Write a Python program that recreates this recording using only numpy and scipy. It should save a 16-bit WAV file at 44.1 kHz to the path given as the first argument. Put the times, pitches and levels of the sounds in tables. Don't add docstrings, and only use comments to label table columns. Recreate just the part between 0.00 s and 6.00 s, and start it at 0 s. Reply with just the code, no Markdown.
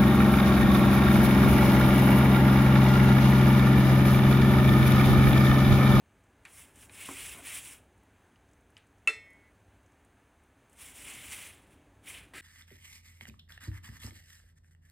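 import sys
import numpy as np
from scipy import signal
from scipy.fft import rfft, irfft
from scipy.io import wavfile

SR = 44100
rng = np.random.default_rng(int(sys.argv[2]) if len(sys.argv) > 2 else 0)


def dump(signal):
    limited = np.clip(np.atleast_2d(signal).T, -1, 1)
    pcm = np.round(limited * 32767).astype(np.int16)
    wavfile.write(sys.argv[1], SR, pcm)


N = 264600
TIME = np.arange(N) / SR
BIN_HZ = np.maximum(np.arange(N // 2 + 1) * SR / N, 1)

# (place in the cycle [0-1], relative level [dB])
CYLINDER_KNOCKS = [(.11, -0.5), (.29, 0), (0.452, 3.5), (.63, -1), (0.782, 4.5), (.94, -6.5)]


def from_db(db):
    return 10 ** (np.asarray(db) / 20)


def rms_one(x):
    return x / np.sqrt(np.mean(x ** 2) + 1e-20)


def in_time(rows):
    s, *columns = np.transpose(rows)
    return [np.interp(TIME, s, c) for c in columns]


def in_frequency(rows):
    hz, *columns = np.transpose(rows)
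    return [np.interp(np.log(BIN_HZ), np.log(hz), c) for c in columns]


def colour(x, spectrum):
    gain = from_db(in_frequency(spectrum)[0])
    return rms_one(irfft(rfft(x) * gain, N))


def drift(rate_hz):
    lowpass = 1 + (BIN_HZ / rate_hz) ** 2
    return rms_one(irfft(rfft(rng.standard_normal(N)) / lowpass, N))


def swells(rows):
    return sum(db * np.exp(-(2 * (TIME - s) / length_s) ** 2) for s, length_s, db in rows)


def at_ports(direct, scattered):
    # (frequency [Hz], likeness [0-1], left lead [rad], left over right [dB])
    port_rows = [(200, 0.99, -0.1, 1.6), (550, 0.96, -0.1, -0.6), (1050, 0.87, 0.0, -1.6),
                 (1300, 0.82, 0.5, -4.6), (1550, 0.52, 1.3, -1.3), (1800, 0.73, 1.3, 1.6),
                 (2050, 0.52, -0.4, 4.0), (2280, 0.82, 0.1, -0.6), (2550, 0.53, 0.9, 0.5),
                 (3000, 0.59, 0.7, 0.8), (3650, 0.57, 0.8, -0.2), (4800, 0.27, 1.3, 1.8),
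                 (6500, 0.12, 1.7, 0.1), (11000, 0.22, 3.4, 2.6)]
    likeness, lead_rad, balance_db = in_frequency(port_rows)
    likeness = np.clip(likeness, 0, 1)
    sides = np.array([[1], [-1]])
    common = np.sqrt((1 + likeness) / 2) * rfft(direct)
    opposed = np.sqrt((1 - likeness) / 2) * rfft(scattered)
    port_response = np.exp(.5j * sides * lead_rad) * from_db(sides * balance_db / 2)
    return irfft((common + sides * opposed) * port_response, N)


def breeze(level_db=1.15, apart_db=-4.0, lumps_db=2.0, lumps_hz=6.1, pan_db=-3.0):
    # (frequency [Hz], density [dB per Hz])
    wind_spectrum = [(20, -37), (33, -28), (45, -2), (62, -3), (85, 0.5), (115, 0), (160, -9.5),
                     (300, -14.5), (800, -52)]
    # (time [s], level [dB])
    breeze_curve = [(0, -35), (1.5, -33), (2.1, -44.5), (3.8, -38), (4.7, -30), (6, -33.5)]
    # (peak time [s], length [s], rise above the breeze [dB])
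    gust_rows = [(5.2, 0.31, 5.5), (5.7, .07, 6.5), (5.96, 0.13, 4)]
    shared, own = colour(rng.standard_normal((2, N)), wind_spectrum)
    rumble = shared + from_db(apart_db) * own * [[1], [-1]]
    panned = rumble * from_db([[pan_db / 2], [-pan_db / 2]])
    rise_db = in_time(breeze_curve)[0] + swells(gust_rows)
    return panned * from_db(rise_db + level_db + lumps_db * drift(lumps_hz))


def straw(feed_db, level_db=-47.5, chaff_db=3.5, stalks_db=0.5, grain_db=1.5, clump_db=1.97, flutter_db=1.0):
    # (frequency [Hz], density [dB per Hz])
    stalk_spectrum = [(1000, -12), (3500, 4), (5000, -0.5), (7000, -2.5), (9000, -5), (16000, -28)]
    chaff_spectrum = [(3000, -22), (7000, -7.5), (9000, -3.5), (11200, 4), (13500, -2), (16000, -6.5)]
    # (time [s], level [dB])
    stalk_share = [(0, -1), (1, 0), (1.7, -3), (2.4, -5.5), (2.9, 6), (4.2, 0.5), (6, 3.5)]
    # (peak time [s], length [s], rise above the spray [dB])
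    wad_rows = [(.15, .04, 5), (.47, 0.043, 4.5), (.6, .09, 3), (.77, .06, 6), (.94, 0.079, 4.5),
                (1.25, 0.041, 8.5), (1.52, 0.077, 4.5), (1.65, 0.089, 4), (2.0, .05, 4), (2.18, .05, 4),
                (2.54, .05, 4), (3.35, .03, 0), (4.11, 0.086, 6), (4.32, 0.057, 4.5), (4.87, .05, 3.5),
                (5.05, 0.082, 4), (5.46, .05, 3.5)]
    snaps = rng.standard_normal((2, 2, N)) * from_db(grain_db * drift(960))
    stalk_level_db = stalks_db + in_time(stalk_share)[0] + clump_db * drift(23)
    stalks = colour(snaps[0], stalk_spectrum) * from_db(stalk_level_db)
    chaff = colour(snaps[1], chaff_spectrum) * from_db(chaff_db + clump_db * drift(25))
    spray_db = level_db + feed_db + swells(wad_rows) + flutter_db * drift(11)
    return (stalks + chaff) * from_db(spray_db)


def thresher(feed_db, level_db=-29.5, feed_share=0.57):
    # (frequency [Hz], density [dB per Hz])
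    rush_spectrum = [(30, -42), (110, 6.5), (160, 3), (250, 8), (380, 4.5), (440, -1.5), (650, -1.5),
                     (860, -1), (1050, -4), (1600, -12), (3000, -12), (4500, -25.5), (8000, -29.5)]
    rush = colour(rng.standard_normal((2, N)), rush_spectrum)
    return rush * from_db(level_db + feed_share * feed_db)


def shafts(cycles, governed_cycles_per_s=21.92, waver_db=2.5, slip_turns=0.097):
    # (frequency at governed speed [Hz], mean level [dB])
    shaft_rows = [(73.3, -40.5), (79.2, -40), (172.3, -45.5), (201.5, -41), (279.3, -47), (360, -45),
                  (577, -48)]
    engine_s = cycles / governed_cycles_per_s
    out = 0
    for hz, db in shaft_rows:
        turns = hz * engine_s + slip_turns * drift(0.42) + rng.random()
        out = out + from_db(db + waver_db * drift(2)) * np.sin(2 * np.pi * turns)
    return np.sqrt(2) * out


def injectors(cycles, level_db=-51.0, weaker_db=-1.0, decay_firings=.22):
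    # (frequency [Hz], density [dB per Hz])
    tick_spectrum = [(2000, -20), (4000, -7), (7000, -12), (11500, 7), (16000, -7)]
    firing, age = np.divmod(6 * (cycles - CYLINDER_KNOCKS[0][0]), 1)
    strength = from_db(weaker_db * (firing % 2 == 1))
    ticks = rms_one(strength * np.exp(-age / decay_firings))
    return from_db(level_db) * colour(rng.standard_normal((2, N)) * ticks, tick_spectrum)


def firing_bursts(cycles, decay_cycles=0.048, rise_cycles=0.028, uneven_db=2.0, floor_power=.12):
    power = floor_power
    for place, db in CYLINDER_KNOCKS:
        turn, age = np.divmod(cycles - place + 1, 1)
        strength = from_db(db + uneven_db * rng.standard_normal(256))[turn.astype(int)]
        shape = (1 - np.exp(-age / rise_cycles)) * np.exp(-age / decay_cycles) * 2
        power = power + (strength * shape) ** 2
    return rms_one(np.sqrt(power))


def resonate(bursts, cycles, modes, repeat=0.4, travel_s=0.004, flare_db=1.55):
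    size = 2048
    crank = (cycles % 1 * size).astype(int)
    loose = rng.standard_normal((2, N))
    out = 0
    for hz, width_hz, db in modes:
        repeated = rng.standard_normal((2, size))[:, crank]
        fresh = np.roll(loose, rng.integers(N), axis=1)
        rattle = np.sqrt(repeat) * repeated + np.sqrt(1 - repeat) * fresh
        delayed = np.roll(bursts, round(rng.random() * travel_s * SR))
        drive = rattle * delayed * from_db(flare_db * drift(15))
        r = np.exp(-np.pi * width_hz * 1.5 / SR)
        section = [1 - r, 0, r - 1, 1, -2 * r * np.cos(2 * np.pi * hz / SR), r * r]
        ringing = rms_one(signal.sosfilt([section, section], drive))
        out = out + from_db(db) * np.sqrt(width_hz) * ringing
    return rms_one(out)


def knock(cycles, bands_db=0.68, block_db=-6.0):
    # (frequency [Hz], width [Hz], density [dB per Hz of width])
    early_modes = [(780, 41, 1), (1124, 66, 4.5), (1353, 74, 3.5), (1622, 123, 0), (1842, 45, 2.5),
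                   (2273, 250, -3.5), (3630, 260, -8.5), (4930, 240, -21)]
    middle_modes = [(875, 116, 3), (1180, 98, -0.5), (1400, 65, 6.5), (1673, 200, -1.5), (1946, 53, 0),
                    (2230, 156, -1), (2800, 106, -5.5), (3650, 360, -12.5), (5060, 350, -18)]
    late_modes = [(800, 150, -15), (1230, 89, 2.5), (1433, 120, -4), (1782, 72, 3.8), (2290, 150, -1.5),
                  (3028, 52, -11), (3597, 320, -10), (4980, 180, -18)]
    # (time [s], set [0 early, 1 middle, 2 late])
    band_shift = [(0, -0.5), (.7, -0.04), (1.8, 1.08), (2.7, 0.74), (3.8, 1.64), (4.8, 1.9), (6, 2)]
    # (frequency [Hz], density [dB per Hz])
    block_spectrum = [(250, -11), (500, -2.5), (900, 2.5), (1400, 2.5), (2300, -6), (2700, -11.5),
                      (3700, -10.5), (4400, -17), (7000, -18), (11000, -14.5), (16000, -22)]
    # (time [s], level [dB])
    effort_curve = [(0, -33.5), (.6, -32.4), (1.6, -32), (2.1, -31.5), (2.8, -32.5), (3.5, -33),
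                    (4.4, -33.5), (5.1, -31.5), (6, -32.5)]
    bursts = firing_bursts(cycles)
    position = np.clip(in_time(band_shift)[0], 0, 2)
    bands = 0
    for index, modes in enumerate([early_modes, middle_modes, late_modes]):
        share = np.maximum(1 - abs(position - index), 0)
        bands = bands + np.sqrt(share) * resonate(bursts, cycles, modes)
    block = colour(rng.standard_normal((2, N)) * bursts, block_spectrum)
    shaken = from_db(bands_db) * bands + from_db(block_db) * block
    return from_db(in_time(effort_curve)[0]) * shaken


def exhaust(cycles, firing_db=-0.07, second_db=-.5, waver_db=1.5, main_waver_db=0.5,
            phase_waver_rad=0.009, jitter_rad=0.0051, pan_db=1.5, lag_cycles=.86, smear_turns=.1325):
    # (time [s], order 6 level [dB], order 9 level [dB])
    hum_curve = [(0.1, -24.5, -22.5), (0.34, -26.5, -22.5), (3.24, -19.5, -24), (5.32, -20.5, -26.5),
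                 (5.85, -20, -25)]
    # (multiple of the cycle rate, level [dB])
    order_rows = [(2, -46), (3, -32.5), (4, -41), (8, -37), (10, -28), (11, -43.5), (12, -34.5), (13, -35),
                  (15, -36), (16, -47.5), (17, -39), (18, -46.5), (21, -50), (24, -49), (27, -44),
                  (28, -45), (34, -54.5), (35, -50), (36, -48), (39, -51.5), (41, -49.5), (55, -48.5),
                  (63, -59), (65, -49.5)]
    firing, second = in_time(hum_curve)
    notes = [(6, firing + firing_db + main_waver_db * drift(5)),
             (9, second + second_db + main_waver_db * drift(5))]
    shift_db = 0.81 * (second - second.mean())
    for order, db in order_rows:
        order_waver_db = waver_db * min(order / 10, 2) ** .5 * drift(1.75)
        notes.append((round(order), db + shift_db + order_waver_db))
    crank_rad = 2 * np.pi * (cycles - lag_cycles)
    shaken_rad = crank_rad + phase_waver_rad * drift(12.0) + jitter_rad * drift(48)
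    out = 0
    for order, level_db in notes:
        lag_rad = 2 * np.pi * smear_turns * order ** 2
        out = out + from_db(level_db) * np.cos(order * shaken_rad - lag_rad)
    return np.sqrt(2) * out * from_db([[pan_db / 2], [-pan_db / 2]])


def scene():
    # (time [s], four-stroke cycle rate [cycles/s])
    speed_curve = [(0, 22.06), (0.35, 22.04), (1.3, 21.98), (1.7, 21.78), (2.05, 21.83), (2.4, 22.02),
                   (2.75, 21.9), (3.25, 21.8), (3.55, 21.9), (3.9, 21.81), (4.45, 21.98), (4.95, 21.82),
                   (5.25, 21.9), (5.6, 22.03), (6, 22.0)]
    # (time [s], feed above usual [dB])
    feed_curve = [(0, 0.5), (1.05, 0.5), (1.6, 3.5), (2.15, 3), (2.6, -1), (4.6, -1), (5.0, 1), (5.6, -1),
                  (6, 0.5)]
    cycles = np.cumsum(in_time(speed_curve)[0]) / SR
    feed_db, = in_time(feed_curve)
    direct, scattered = straw(feed_db) + thresher(feed_db) + injectors(cycles) + knock(cycles)
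    return breeze() + at_ports(direct, scattered) + shafts(cycles) + exhaust(cycles)


def record(dry, notch_hz=8000, notch_width_hz=3000, leak=0.13, cutoff_hz=15800):
    b, a = signal.iirnotch(notch_hz, notch_hz / notch_width_hz, fs=SR)
    notched = signal.lfilter(b, a, dry)
    heard = (1 - leak) * notched + leak * dry
    return irfft(rfft(heard) / np.sqrt(1 + (BIN_HZ / cutoff_hz) ** 400), N)


dry = scene()
out = record(dry)
dump(out)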